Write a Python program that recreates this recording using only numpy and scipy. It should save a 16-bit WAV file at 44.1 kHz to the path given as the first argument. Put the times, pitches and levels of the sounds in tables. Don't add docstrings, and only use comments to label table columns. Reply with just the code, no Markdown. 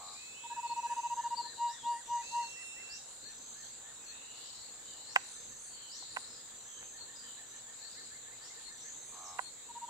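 import sys
import numpy as np
from scipy import signal
from scipy.fft import rfft, irfft, next_fast_len
from scipy.io import wavfile
from scipy.ndimage import uniform_filter1d, map_coordinates

SR = 44100
rng = np.random.default_rng(int(sys.argv[2]) if len(sys.argv) > 2 else 0)


def generate_wav(signal):
    frames = np.transpose(np.atleast_2d(signal))
    scaled = np.clip(frames, -1, 1) * 32767
    pcm = np.round(scaled).astype(np.int16)
    wavfile.write(sys.argv[1], SR, pcm)


N = 436149

# t/s of the (first) crest, relative level/dB
TRILLS = [(0.4558, -29.5), (9.7059, -33.5)]
HOOTS = [(1.641, -30.5), (1.895, -31), (2.142, -31.5), (2.376, -31.5)]
TRILL_PRESSURE = [.03, .07, .52, .68, .94, 1, .7, .07, .06]
HOOT_PRESSURE = [0.034, 0.3, 0.86, 1, 0.92, 0.54, 0.37, 0.095, 0.056]
# harmonic number, relative level/dB
WREN_HARMONICS = [(1, 0), (2, -32.5), (3, -27), (4, -35), (5, -32.5), (6, -39.5), (7, -39)]
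# t/s, level/dB, centre f/Hz, fall-off/(dB per octave), left minus right/dB
POPS = [(5.1582, -34, 1400, -6, 3), (5.1614, -11.5, 1650, 2, -4), (5.164, -22, 744, 12, -17),
        (6.1644, -34, 1400, 2, -6), (6.1690, -21.5, 930, 4.5, -7), (9.3875, -38.5, 1010, 1, -13),
        (9.3916, -17.5, 950, 9.5, -8), (6.024, -38.5, 870, 13, -5), (6.828, -46.5, 1200, -1, -3)]
# f/Hz, relative level/dB, T60/s
HOLLOW_MODES = [(560, -10.5, 0.015), (783, -9.5, 0.031), (1011, -3, 0.023), (1510, 0.5, 0.015),
                (1960, 1, 0.012), (2650, 10, 0.0051), (5020, -12, 0.0064), (8000, 8.5, 0.0021)]
# t/s, duration/s, beat rate/Hz, level/dB
WHIRRS = [(-.135, .3, 92, -47.5), (9.109, 0.31, 92, -47)]
# t/s, duration/s, held f/Hz, sag/fraction of f, level/dB, relative overtone level/dB
WHISTLES = [(.14, 1, 2587, 0.00086, -56, -16.5), (2.21, .78, 2743, .032, -52, -13)]
# first t/s, notes (to be rounded), first top f/Hz, level/dB
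YELP_SERIES = [(.54, 10, 1751, -58), (2.925, 4.9, 1750, -62.5)]
# first t/s, last t/s, notes, top f/Hz, level/dB
YELP_RUNS = [(4.803, 6.68, 14, 1818, -65.5), (6.807, 8.873, 15, 1818, -59.5), (7.981, 8.87, 6, 2120, -63)]
# t/s, duration/s
THIN_SONGS = [(0.774, 0.51), (2.029, 0.5), (3.264, .46), (4.027, 0.12), (5.167, .55), (6.564, .42),
              (7.47, .13), (8.723, 0.61)]
PIP_TIMES = [0.7024, 2.4444, 3.2744, 4.0964, 5.1035, 6.004, 7.014, 7.8521, 8.6722, 9.4644]
# t/s, f/Hz, level/dB
WARBLE_CONTOUR = [(1.34, 3730, -67), (1.375, 4730, -45.5), (1.41, 4280, -55), (1.55, 3930, -57),
                  (1.7, 3860, -62), (1.78, 3484, -56), (1.844, 3180, -59), (1.905, 4590, -61),
                  (1.96, 4640, -63)]
# t/s, relative level/dB
SWEEPS = [(1.668, -58), (2.89, -52.5), (5.069, -58.5), (5.894, -52.5), (8.412, -58.5)]
TWO_NOTE_CALLS = [(2.061, -57.5), (8.783, -54)]
# t/s, duration/s, start f/Hz, end f/Hz, relative level/dB, roughness (0-1)
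LOW_SLURS = [(0.318, .18, 2700, 3920, -63, 0), (3.978, 0.55, 2500, 3050, -66, 0.64)]
# t/s, duration/s, nominal f/Hz, relative level/dB
SINKING_NOTES = [(4.838, 0.14, 3180, -66.5), (5.647, 0.21, 4610, -60.5), (5.695, 0.23, 3260, -64),
                 (6.267, .15, 5300, -63.5), (6.661, 0.14, 3340, -63.5), (7.151, 0.067, 5100, -57),
                 (7.198, 0.12, 3230, -65.5)]
SINK_CONTOUR = [0.98, 0.96, .89]
# middle t/s, relative level/dB, hoarseness (0 is clear)
CHIPS = [(.9144, -54, 1), (1.95, -50, 0.13), (2.3544, -54.5, .6), (2.665, -49.5, 1), (3.1344, -54, 0.9),
         (5.324, -49, 0.96), (5.6644, -48.5, 0.95), (6.176, -48.5, .3), (8.653, -54, 0.3),
         (9.087, -51.5, 1.1), (9.4244, -49.5, 0.86)]
# t/s, duration/s, relative level/dB
RASP_CALLS = [(-.05, 0.35, -53), (2.12, 0.43, -54), (4.3, 0.44, -56), (4.767, 0.71, -59.5),
              (5.69, 0.76, -54), (7.706, .51, -54), (8.307, 0.42, -60.5)]
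# f/Hz, T60/s
FOREST_T60 = [(300, 0.44), (3000, 0.63), (10000, 0.17)]
# f/Hz, relative spectral density level/dB
RASP_SPECTRUM = [(2800, -26.5), (3500, -15), (3900, -2), (4400, 0.5), (4800, -8), (5600, -13.5),
                 (7000, -59)]
INSECT_SPECTRUM = [(5000, -64), (6100, -11.5), (6650, -7), (7150, 3.5), (7500, -0.5), (7950, -0.5),
                   (8400, -16.5), (9300, -24.5), (10500, -34.5)]
AIR_SPECTRUM = [(12, -33), (20, -5), (76, -4), (124, -3.5), (179, -5.5), (242, -0.5), (313, -3), (414, -3),
                (481, 2.5), (623, -5), (789, -1), (1410, -4.5), (1710, -4.5), (2360, -10), (3400, -12.5),
                (4420, -38), (7480, -120)]
HISS_SPECTRUM = [(2000, -9), (3300, -0.5), (3900, 7), (4500, -1.5), (5400, -6.5), (8500, -21), (10500, -14),
                 (13500, -16), (14600, -12), (15700, -22.5)]
# f/Hz, level/dB
HUM_PARTIALS = [(118, -82), (135, -82.5), (237, -82)]


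def wren_note(pressure_curve, length, hz, bend):
    t = clock(length)
    pressure = np.abs(glide(pressure_curve, t)) * (1 + 0.027 * wobble(130, len(t)))
    phase = phase_of(hz * (1 + bend * (pressure - 1) + 0.0046 * wobble(120, len(t))))
    harmonics = sum(amp(db) * pressure ** (1 if k == 1 else .6) * np.sin(round(k) * phase)
                    for k, db in WREN_HARMONICS)
    return ramps(t, 0.00081) * harmonics


def wren_song(notes=16, gap_s=.0655, slowing_s=.0003):
    out, k = np.zeros((2, N)), np.arange(notes)
    warming_up, tiring = np.exp(-k / 1.8), np.exp((k - k[-1]) / 0.56)
    for first, full_db in TRILLS:
        crests = first + k * (gap_s + slowing_s * (k - 1) / 2) - .01 * tiring
        levels = full_db - 11.5 * warming_up - 10.5 * tiring
        for s, db in zip(crests, levels):
            length = .066 * amp(.2 * min(db + 31, 0))
            note = wren_note(TRILL_PRESSURE, length, hz=946, bend=-.008)
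            add(out, s + .002 - .57 * length, amp(db - .3) * note, pan_db=.4, lag=1)
    for s, db in HOOTS:
        note = wren_note(HOOT_PRESSURE, length=.18, hz=952.4, bend=0.018)
        add(out, s - .068, amp(db + 2.25) * note, pan_db=0.9, lag=1)
    return out


def pops(crack_db=-19, snap_db=-20, scatter_db=-17, build_cycles=0.83):
    out, t = np.zeros((2, N)), clock(.05)
    lowpass, highpass = signal.butter(2, 6000, fs=SR), signal.butter(2, 260, "highpass", fs=SR)
    for s, db, centre_hz, falloff_db, pan_db in POPS:
        ring = 0
        for k, (hz, mode_db, t60) in enumerate(HOLLOW_MODES):
            gain = (-1) ** k * amp(mode_db - falloff_db * abs(np.log2(hz / centre_hz)))
            ring += gain * decay(t, t60) * np.sin(2 * np.pi * hz * t)
        crack = amp(crack_db - falloff_db) * decay(t, t60=.018) * rng.standard_normal(len(t))
        snap = amp(snap_db - falloff_db) * decay(t, t60=.005) * rng.standard_normal(len(t))
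        build_up = 1 - np.exp(-t * centre_hz / build_cycles)
        body = build_up * (ring + signal.lfilter(*lowpass, crack))
        pop = amp(db) * signal.lfilter(*highpass, body + snap)
        add(out, s, pop, pan_db, lag=7.54)
        for side in out:
            twigs = rng.standard_normal(len(t)) * decay(t, t60=0.043)
            scattered = signal.fftconvolve(pop, twigs / np.linalg.norm(twigs))[:len(t)]
            side[round((s + .002) * SR):][:len(t)] += amp(scatter_db) * scattered
    return out


def whirrs(stroke_hz=1140, return_hz=780, return_db=-3, overtone_db=-15):
    out, t = np.zeros((2, N)), clock(.009)

    def puff(hz):
        phase = 2 * np.pi * hz * (1 + 0.039 * rng.standard_normal()) * (t - t[-1] / 2)
        return arch(t) ** 2 * np.sin(phase) + amp(overtone_db) * arch(t) ** 6 * np.sin(2 * phase)

    for s, length, rate, db in WHIRRS:
        for beat in np.arange(0, length, 1 / rate):
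            force = amp(db + rng.normal(0, 1)) * abs(np.sin(np.pi * beat / length)) ** 0.38
            start = s + beat + rng.normal(0, .0001)
            add(out, start, force * puff(stroke_hz), lag=2)
            add(out, start + .5 / rate, force * amp(return_db) * puff(return_hz), lag=2)
    return out


def whistles(scoop_s=.05, lift_s=0.0682):
    out = np.zeros((2, N))
    for s, length, hz, sag, db, overtone_db in WHISTLES:
        t = clock(length)
        scoop, lift = np.exp(-t / scoop_s), np.exp((t - length) / lift_s)
        pitch = hz * (1 - .12 * scoop - sag * t / length + 0.036 * lift)
        note = voice(pitch, db - 9 * scoop - 4 * lift, rough=0.028, overtone_db=overtone_db)
        add(out, s, note, pan_db=-7, lag=5.5)
    return out


def yelps(climb_per_note=.021):
    out = np.zeros((2, N))
    for s, count, hz, db in YELP_SERIES:
        for k in range(round(count)):
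            outer = (2 * k / (count - 1) - 1) ** 2
            t = clock(.085 + .03 * (1 - outer))
            bend = glide([.84, .92, .955, .98, 1, .9, .67], t)
            pitch = hz * (1 + climb_per_note * k + 0.0098 * wobble(49.7, len(t))) * bend
            note = amp(db - 2 * outer) * arch(t) ** 0.42 * tone(pitch, rough=0.12)
            add(out, s - t[-1] / 2, note, pan_db=-2, lag=2.7)
            s += .185 + .18 * np.exp(-k / 2.9)
    t = clock(.07)
    for first, last, count, hz, db in YELP_RUNS:
        for s in np.linspace(first, last, round(count)):
            pitch = hz * (1 + 0.0061 * rng.standard_normal()) * glide([.86, .94, .99, .96, .69], t)
            note = amp(db + rng.normal(0, 1)) * arch(t) * tone(pitch, rough=0.039)
            add(out, s - t[-1] / 2, note, pan_db=-2.5, lag=6.7)
    return out


def thin_songs(low_hz=6010, step_hz=170, climb_hz=150, stutter_hz=46):
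    out = np.zeros((2, N))
    for s, length in THIN_SONGS:
        t, lead_in_s = clock(length), min(.13, 0.21 * length)
        step, climb = np.clip((t - lead_in_s) / 0.0097, 0, 1), np.clip((t - lead_in_s) / 0.11, 0, 1)
        beat = np.sin(phase_of(stutter_hz * (1 + 0.156 * wobble(12.27, len(t)))))
        pitch = low_hz + step_hz * step + climb_hz * climb + 25 * beat
        ticks = ((1 + beat) / 2) ** (1.6 - 1.3 * climb)
        release = np.minimum(1, (t[-1] - t) / 0.024)
        envelope = arch(t) ** 0.034 * (1.09 + 0.54 * step) * ticks * release
        fundamental = tone(pitch * (1 + 0.00213 * wobble(20.05, len(t))), rough=0.38)
        overtone = amp(-25.5) * tone(2 * pitch, rough=.6)
        add(out, s, amp(-57) * envelope * (fundamental + overtone), pan_db=-4.5)
    return out


def pips():
    out, t = np.zeros((2, N)), clock(0.102)
    for s in PIP_TIMES:
        note = tone(glide([4340, 4310, 4280], t), rough=.25, flutter=250)
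        add(out, s - .05, amp(-56.5 + rng.normal(0, 1)) * arch(t) * note, pan_db=12.5, lag=2.3)
    return out


def warble(voice_ratio=1.07, uneven_db=3.5):
    out = np.zeros((2, N))
    s, hz, db = np.transpose(WARBLE_CONTOUR)
    t = s[0] + clock(s[-1] - s[0])
    pitch = np.interp(t, s, hz)
    level = np.interp(t, s, db) + uneven_db * np.tanh(wobble(34.6, len(t)))
    upper = voice(np.minimum(voice_ratio * pitch, hz.max()), level - 9, rough=0.53, overtone_db=-32)
    lower = voice(pitch, level, rough=.3, overtone_db=-30)
    add(out, s[0], lower + upper, pan_db=9.5)
    return out


def far_calls():
    out = np.zeros((2, N))
    for s, db in SWEEPS:
        add(out, s, slur([4400, 5530, 6600], .095, db, rough=0.21), pan_db=-0.5)
    for s, db in TWO_NOTE_CALLS:
        add(out, s, slur([5800, 6690, 7130], 0.21, db, rough=0.6), pan_db=1.5)
        add(out, s + .44, slur([6420, 5600, 5000], .08, db - 4, rough=.7), pan_db=3)
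    for s, length, start_hz, end_hz, db, rough in LOW_SLURS:
        add(out, s, slur([start_hz, end_hz], length, db, rough), pan_db=-4)
    for s, length, hz, db in SINKING_NOTES:
        add(out, s, slur(hz * np.array(SINK_CONTOUR), length, db, rough=0.33), pan_db=2)
    return out


def chips():
    out = np.zeros((2, N))
    for s, db, hoarse in CHIPS:
        t = clock(.19 * rng.uniform(0.89, 1.3))
        pitch = glide([9250, 8850, 8500], t) * (1 + 0.0098 * rng.standard_normal())
        core = tone(pitch, rough=hoarse, flutter=1300)
        fringe = hoarse * amp(-5) * tone(pitch, rough=0.59, flutter=3900)
        add(out, s - t[-1] / 2, amp(db - 12.5) * arch(t) ** 1.34 * (core + fringe), pan_db=-1.5)
    return out


def rasps(pulse_hz=56):
    envelope = np.zeros((2, N))
    murmur = amp(-66.5 + 4.5 * np.tanh(wobble(3.5)))
    add(envelope, 0, murmur, pan_db=7)
    for s, length, db in RASP_CALLS:
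        add(envelope, s, amp(db - 3) * arch(clock(length)) ** 1.24, pan_db=5.5)
    pulses = 1 + 0.13 * np.sin(phase_of(pulse_hz * (1 + 0.1 * wobble(5.8))))
    return envelope * pulses * shaped_noise(RASP_SPECTRUM, correlation=0.06, patchy_db=2.5)


def forest_echo(x):
    hz, t, noise = signal.stft(rng.standard_normal((2, SR // 2)), SR, nperseg=256)
    tail = signal.istft(noise * decay(t, log_interp(FOREST_T60, hz)[:, None]), SR, nperseg=256)[1]
    return signal.fftconvolve(x, tail / np.linalg.norm(tail[0]), axes=1)[:, :N]


def insects_and_air():
    insect_gain = amp(-50.5 + 0.14 * wobble(2.9) + 0.52 * wobble(130))
    insects = insect_gain * shaped_noise(INSECT_SPECTRUM, correlation=0.035, patchy_db=0.7)
    air = amp(-62 + 0.077 * wobble(2.12)) * shaped_noise(AIR_SPECTRUM, correlation=0.53, patchy_db=2)
    hiss = amp(-60) * shaped_noise(HISS_SPECTRUM, correlation=0.012, patchy_db=3.5)
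    hum = sum(amp(db + 1.4 * wobble(2.7)) * tone(hz + wobble(4.7), rough=0.46, flutter=6)
              for hz, db in HUM_PARTIALS)
    return insects + air + hiss + hum


def tone(hz, rough, flutter=500):
    phase, rough = phase_of(hz), np.clip(rough, 0, 1)
    band = wobble(flutter, len(hz)) * np.sin(phase) + wobble(flutter, len(hz)) * np.cos(phase)
    return np.sqrt(2 - 2 * rough) * np.sin(phase) + np.sqrt(rough) * band


def voice(pitch, level_db, rough, overtone_db):
    edges = ramps(np.arange(len(pitch)) / SR, 0.011)
    return edges * amp(level_db) * (tone(pitch, rough) + amp(overtone_db) * tone(2 * pitch, rough))


def slur(pitches, length, db, rough):
    t = clock(length)
    return amp(db - 2) * arch(t) ** .5 * tone(glide(pitches, t), rough)


def shaped_noise(spectrum, correlation, patchy_db):
    cells = signal.stft(rng.standard_normal((2, N)), nperseg=512)[2]
    patches = uniform_filter1d(rng.standard_normal(cells.shape[1:]), size=5, axis=0)
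    patches = uniform_filter1d(patches, size=12, axis=1)
    pair = signal.istft(cells * amp(patchy_db * unit(patches)), nperseg=512)[1][:, :N]
    pair = filtered(pair, lambda hz: amp(log_interp(spectrum, hz)))
    angle = np.arccos(np.clip(correlation, -1, 1)) / 2
    mid, side = pair * [[np.cos(angle)], [np.sin(angle)]]
    return unit(np.array([mid + side, mid - side]))


def amp(db):
    return 10 ** (np.asarray(db) / 20)


def unit(x):
    return x / np.sqrt(np.mean(x ** 2) + 1e-20)


def log_interp(points, hz):
    f, v = np.transpose(points)
    return np.interp(np.log(hz + 1), np.log(f + 1), v)


def clock(length):
    return np.arange(int(length * SR)) / SR


def glide(knots, t):
    position = np.linspace(0, len(knots) - 1, len(t))
    return map_coordinates(np.array(knots, float), [position], order=2, mode="nearest")


def wobble(rate, size=N):
    knots = rng.standard_normal(int(size * rate / SR) + 4)
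    return map_coordinates(knots, [np.arange(size) * rate / SR])


def phase_of(hz):
    return 2 * np.pi * np.cumsum(hz) / SR


def arch(t):
    return np.abs(np.sin(np.pi * t / t[-1]))


def ramps(t, edge_s):
    return np.minimum(1, np.minimum(t, t[-1] - t) / edge_s)


def decay(t, t60):
    return amp(-60 * t / t60)


def filtered(x, response):
    size = next_fast_len(N + SR // 2)
    return irfft(rfft(x, size) * response(np.fft.rfftfreq(size, 1 / SR)), size)[..., :N]


def add(out, s, x, pan_db=0, lag=0):
    for side, sign in zip(out, (1, -1)):
        start = round(s * SR + sign * lag / 2)
        part = x[max(-start, 0):max(N - start, 0)]
        side[max(start, 0):][:len(part)] += amp(sign * pan_db / 2) * part


def scene():
    near = wren_song() + pops() + whirrs()
    clear = whistles()
    midway = yelps() + thin_songs() + pips() + warble()
    far = far_calls() + chips()
    echo = forest_echo(amp(-28) * near + amp(-20) * clear + amp(-8.5) * midway + amp(4) * far)
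    return near + clear + midway + far + echo + rasps() + insects_and_air()


def record(dry):
    return filtered(dry, lambda hz: hz < 15750)


dry = scene()
out = record(dry)
generate_wav(out)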